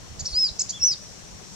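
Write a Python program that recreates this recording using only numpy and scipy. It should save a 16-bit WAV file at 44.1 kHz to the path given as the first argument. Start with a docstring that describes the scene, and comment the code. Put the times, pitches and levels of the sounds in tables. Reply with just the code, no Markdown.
"""Outdoors, insects hiss steadily over a low rush; puffs of air bump mainly the right microphone, and
farther birds add faint notes. At 0.2 s a small bird in the bushes gives a quick arched chirp, a short
raspy slur and a long, thin, rising and falling whistle that ends in a quick falling flick. Two more
chirps follow, then at 0.8 s a second whistle. One voice makes them all: throat and beak favour the
second harmonic in the whistles and the third in the chirps. Leaves and rock scatter the calls."""
import sys
import numpy as np
from scipy import signal
from scipy.fft import rfft, irfft
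from scipy.io import wavfile
from scipy.ndimage import uniform_filter1d

SR = 44100
rng = np.random.default_rng(int(sys.argv[2]) if len(sys.argv) > 2 else 0)


def output_pcm(signal):
    """Save a mono or channel-first signal as 16-bit PCM at the path in sys.argv[1].

    Samples are clipped to [-1, 1] before scaling.
    """
    pcm = np.clip(np.atleast_2d(signal).T, -1, 1) * 32767
    wavfile.write(sys.argv[1], SR, np.round(pcm).astype(np.int16))


N = 68355
T = np.arange(N) / SR
BIN_HZ = np.fft.rfftfreq(N, 1 / SR)

# Outdoor rush. Each row: frequency in Hz, left and right density in dB per Hz.
RUSH_SPECTRUM = [(20, -106.5, -79), (55, -77, -66), (114, -68.5, -79.5), (191.4, -66.5, -74),
                 (253, -77.5, -89), (417, -76, -88.5), (730, -78.5, -87), (1240, -84, -95.5),
                 (2240, -86, -93), (3780, -86, -93), (9300, -100, -103), (15500, -110, -112)]
# Insect chorus. 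Each row: frequency in Hz, relative density in dB.
INSECT_SPECTRUM = [(3000, -108), (4200, -92.5), (5100, -90), (5600, -83.5), (5950, -89.5), (6400, -86),
                   (7200, -89.5), (8200, -93.5), (9300, -104), (15500, -120)]
# Single insects that stand out. Each row: frequency in Hz, width in Hz, relative level in dB.
INSECT_SOLOS = [(5560, 52, -63.5), (5810, 46, -60), (5930, 30, -63)]
# Swell of all the insects. Each row: time in seconds, gain in dB.
INSECT_SWELL = [(0, 1), (.5, 4), (1.0, 3.5), (1.4, 3), (1.55, 6)]
# Notes of farther birds. Each row: middle and half length in seconds, top pitch in Hz,
# share of pitch lost at the ends, level in dB, relative level of the octave in dB.
DISTANT_NOTES = [(0.057, 0.14, 4310, 0.0047, -64, -40), (0.305, 0.05, 8740, 0.001, -57, -39),
                 (0.755, 0.032, 3472, .1, -39, -15), (0.812, 0.014, 2680, 0.011, -53.5, -37)]
# Puffs of air. 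Each row: middle in seconds, Gaussian width in seconds, relative level in dB.
AIR_PUFFS = [(0.025, 0.012, -42), (0.116, 0.029, -39.5), (0.189, 0.004, -33.5), (0.226, .011, -27.5),
             (0.333, 0.014, -33), (0.518, 0.0077, -35), (0.822, .014, -40.5), (0.92, 0.0057, -41.5),
             (1.355, 0.02, -44)]
# Three chirps and, in the second row, the first whistle's final flick. Each row: time of the top,
# rise and fall in seconds, top fundamental in Hz, source level in dB, roughness from 0 to 1.
PITCH_ARCHES = [(.2045, .0108, .0115, 2350, -29.5, .3), (.490, .003, .016, 2000, -39, .4),
                (.6078, .0152, .0148, 2650, -19.5, .14), (.7012, .0085, .012, 2405, -25.5, .3)]
# Their harmonics, from the first up. Each entry: relative source level in dB at the top of the arch.
ARCH_TOP_DB = [-9, -3, -2.5, -14]
# The same harmonics. Each entry: change in dB from the top to either end.
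ARCH_END_CHANGE_DB = [-6, -17.5, 4, -4]
# Response of throat and beak. Each row: frequency in Hz, gain in dB.
BEAK_RESPONSE = [(2000, -26.5), (2600, -26), (2950, -31.5), (3600, -8.5), (4200, -4.5), (5200, -2),
                 (6000, -3), (7100, 1.5), (7900, -13), (9000, -23), (11000, -67)]
# Echo clouds. Each row: delay, build-up and time to decay by 60 dB in seconds, level in dB.
ECHO_CLOUDS = [(.001, 0.00083, 0.068, -13), (.006, 0.0031, 0.21, -11.5), (0.012, 0.062, 1.0, -28.5),
               (.15, .02, .35, -29.5)]
# The slur and the two whistles, one list apiece.
# Each row: time in seconds, fundamental in Hz, source level in dB, roughness from 0 to 1.
WHISTLE_CONTOURS = [
    [(.249, 2830, -31, .9), (.2585, 2500, -30.5, 0.7), (.265, 2963, -23, 0.2), (.274, 2736, -28, 0.3),
     (.282, 2315, -34, 0.4), (.289, 2076, -39.5, .5), (.297, 2100, -29.5, .6)],
    [(.298, 2350, -42, 0.7), (.309, 2560, -35.5, .8), (.322, 2400, -38, 0.5), (.334, 2094, -31, 0.2),
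     (.342, 2130, -29.5, 0.2), (.351, 2360, -26.5, .06), (.371, 2506, -19.5, 0), (.390, 2592, -19, 0.05),
     (.420, 2628, -25, 0.08), (.438, 2565, -18, .02), (.455, 2436, -20.5, 0.05), (.473, 2327, -29, 0.1),
     (.484, 2030, -35.5, 0.3), (.491, 2010, -24, 0.3), (.497, 1900, -44.5, .6)],
    [(.793, 2910, -45, 0), (.811, 2793, -35.5, .05), (.822, 2635, -24, 0), (.838, 2858, -15.5, .02),
     (.852, 2971, -17.5, 0), (.870, 2966, -17, 0.01), (.887, 2723, -20.5, 0), (.901, 2656, -27, 0),
     (.916, 2488, -21.5, 0), (.931, 2353, -27.5, 0.4), (.941, 1910, -31, 0.8), (.947, 1800, -36, 0.64)],
]
# Their harmonics, from the first up. Each entry: relative source level in dB.
WHISTLE_SOURCE_DB = [-12.5, 2.5, -19.5, -28]


def from_db(db):
    """Decibels to amplitude ratio."""
    return 10 ** (np.asarray(db) / 20)


def unit_rms(x):
    """Normalisation to unit mean power."""
    return x / np.sqrt(np.mean(x ** 2) + 1e-20)


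def filtered(x, table, column=1):
    """Linear filtering by a table of gains in dB, interpolated over log frequency."""
    table = np.array(table)
    db = np.interp(np.log(np.maximum(BIN_HZ, 1)), np.log(table[:, 0]), table[:, column])
    return irfft(rfft(x) * from_db(db), N)


def drift(rate_hz):
    """Random modulation: low-passed noise of unit rms."""
    return unit_rms(irfft(rfft(rng.standard_normal(N)) / (1 + (BIN_HZ / rate_hz) ** 2), N))


def noise(spectrum, column=1):
    """White noise shaped to a spectral density in dB per Hz."""
    return filtered(rng.standard_normal(N), spectrum, column) * np.sqrt(SR / 2)


def gate(start, end, edge_s):
    """A time window with soft ends."""
    return (1 + np.tanh((T - start) / edge_s / 2)) * (1 + np.tanh((end - T) / edge_s / 2)) / 4


def rush(patchy_db=1.3):
    """Flow noise of far air and foliage: the lower third-octave bands swell and sink independently."""
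    band = np.floor(3 * np.log2(np.clip(BIN_HZ, 100, 4000)))
    spectra = rfft(np.array([noise(RUSH_SPECTRUM, column=1), noise(RUSH_SPECTRUM, column=2)]))
    swelling = sum(irfft(spectra * (band == b), N) * from_db(patchy_db * drift(rate_hz=20))
                   for b in np.unique(band)[:-1])
    steady_top = irfft(spectra * (band == band.max()), N)
    return swelling + steady_top


def pan(db):
    """Stereo gains for a level difference, left minus right."""
    return from_db(np.array([[db], [-db]]) / 2)


def insects(flutter_db=0.5):
    """Incoherent addition merges a far chorus into hiss; single insects stand out as narrow bands."""
    sides = []
    for _ in range(2):
        hiss = noise(INSECT_SPECTRUM) * from_db(flutter_db * drift(rate_hz=66))
        tones = np.zeros(N)
        for hz, width, db in INSECT_SOLOS:
            phase = 2 * np.pi * hz * T
            tones += from_db(db) * (drift(width) * np.sin(phase) + drift(width) * np.cos(phase))
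        sides.append(hiss + tones)
    swell = from_db(np.interp(T, *np.transpose(INSECT_SWELL)))
    return pan(db=1.7) * swell * np.array(sides)


def wavering_phase(hz, waver_share=.002):
    """Phase is the integral of frequency, which here wavers slightly at random."""
    return 2 * np.pi * np.cumsum(hz * (1 + waver_share * drift(rate_hz=100))) / SR


def far_birds(end_change_db=-7.5):
    """Faint, nearly sinusoidal notes, arched or almost level in pitch."""
    out = np.zeros(N)
    for middle, half, hz, sag, db, octave_db in DISTANT_NOTES:
        flank = np.minimum(((T - middle) / half) ** 2, 2)
        phase = wavering_phase(hz * (1 - sag * flank))
        envelope = from_db(db + end_change_db * flank) * gate(middle - half, middle + half, edge_s=.0026)
        out += np.sqrt(2) * envelope * (np.sin(phase) + from_db(octave_db) * np.sin(2 * phase))
    return out


def puffs(band_hz=(38.3, 118), left_db=-9):
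    """Turbulent pressure at the microphone ports makes short low bumps, mostly on the right."""
    envelope = sum(from_db(db) * np.exp(-.5 * ((T - middle) / width) ** 2)
                   for middle, width, db in AIR_PUFFS)
    band = signal.butter(2, band_hz, "band", fs=SR, output="sos")
    eddies = signal.hilbert(signal.sosfilt(band, rng.standard_normal((2, N))))
    even_rumble = signal.sosfilt(band, np.cos(np.angle(eddies)))   # phase alone evens out the strength
    return from_db([[left_db], [0]]) * envelope * unit_rms(even_rumble)


def syrinx(hz, harmonics_db, rough, rasp_hz=900, rasp_rad=.45):
    """A harmonic source; random modulation of its phase and amplitude is heard as rasp."""
    phase = wavering_phase(hz) + rasp_rad * rough * drift(rasp_hz)
    tone = sum(from_db(db) * np.sin(k * phase) for k, db in enumerate(harmonics_db, 1))
    return np.sqrt(2) * tone * (1 + rough * drift(rasp_hz)) / np.sqrt(1 + rough ** 2)


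def beak(x):
    """Source and filter: throat and beak pass the harmonics between about 4 and 8 kHz."""
    return filtered(x, BEAK_RESPONSE)


def chirps_and_flick(sag_share=.29):
    """Frequency modulation: the chirps and the first whistle's final flick follow parabolas of pitch."""
    out = np.zeros(N)
    for top_s, rise, fall, hz, db, rough in PITCH_ARCHES:
        half = np.where(T < top_s, rise, fall)
        flank = np.minimum(((T - top_s) / half) ** 2, 2)   # 0 at the top, 1 at either end
        harmonics_db = [top + change * flank for top, change in zip(ARCH_TOP_DB, ARCH_END_CHANGE_DB)]
        envelope = from_db(db) * gate(top_s - rise, top_s + fall, edge_s=.0013)
        out += envelope * syrinx(hz * (1 - sag_share * flank), harmonics_db, rough)
    return beak(out)


def from_the_right(x, lag_s=3.1e-5):
    """Path difference: the sound reaches the left microphone a little later."""
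    late = irfft(rfft(x) * np.exp(-2j * np.pi * BIN_HZ * lag_s), N)
    return np.array([late, x])


def scatter(x):
    """Multiple scattering: quick echoes from ground and near leaves, long faint ones from the hillside."""
    response = np.zeros((2, N))
    for delay, build, t60, db in ECHO_CLOUDS:
        age = np.maximum(T - delay, 0)
        envelope = (1 - np.exp(-age / build)) * from_db(-60 * age / t60)
        response += from_db(db) * envelope / np.linalg.norm(envelope) * rng.standard_normal((2, N))
    return pan(db=1.5) * signal.fftconvolve(x[None], response, axes=1)[:, :N]


def whistles():
    """A gliding oscillation: rough in the slur, nearly periodic in each whistle until its raspy fall."""
    out = np.zeros(N)
    for contour in WHISTLE_CONTOURS:
        times, *columns = np.transpose(contour)
        hz, db, rough = (np.interp(T, times, column) for column in columns)
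        smooth_hz = uniform_filter1d(hz, size=200)
        envelope = from_db(db) * gate(times[0], times[-1], edge_s=.002)
        out += envelope * syrinx(smooth_hz, WHISTLE_SOURCE_DB, rough)
    return beak(out)


def scene():
    """Superposition of direct calls, their echoes, insects and moving air."""
    arches, whistling, far = chirps_and_flick(), whistles(), far_birds()
    near = pan(db=-1.7) * from_the_right(arches) + pan(db=.5) * from_the_right(whistling)
    echoes = scatter(arches + whistling + far)
    return near + far + echoes + insects() + rush() + puffs()


def record(dry, cutoff_hz=15700):
    """Band limiting: a steep low-pass filter removes the highest treble."""
    return signal.sosfilt(signal.ellip(10, .1, 80, cutoff_hz, fs=SR, output="sos"), dry)


dry = scene()
out = record(dry)
output_pcm(out)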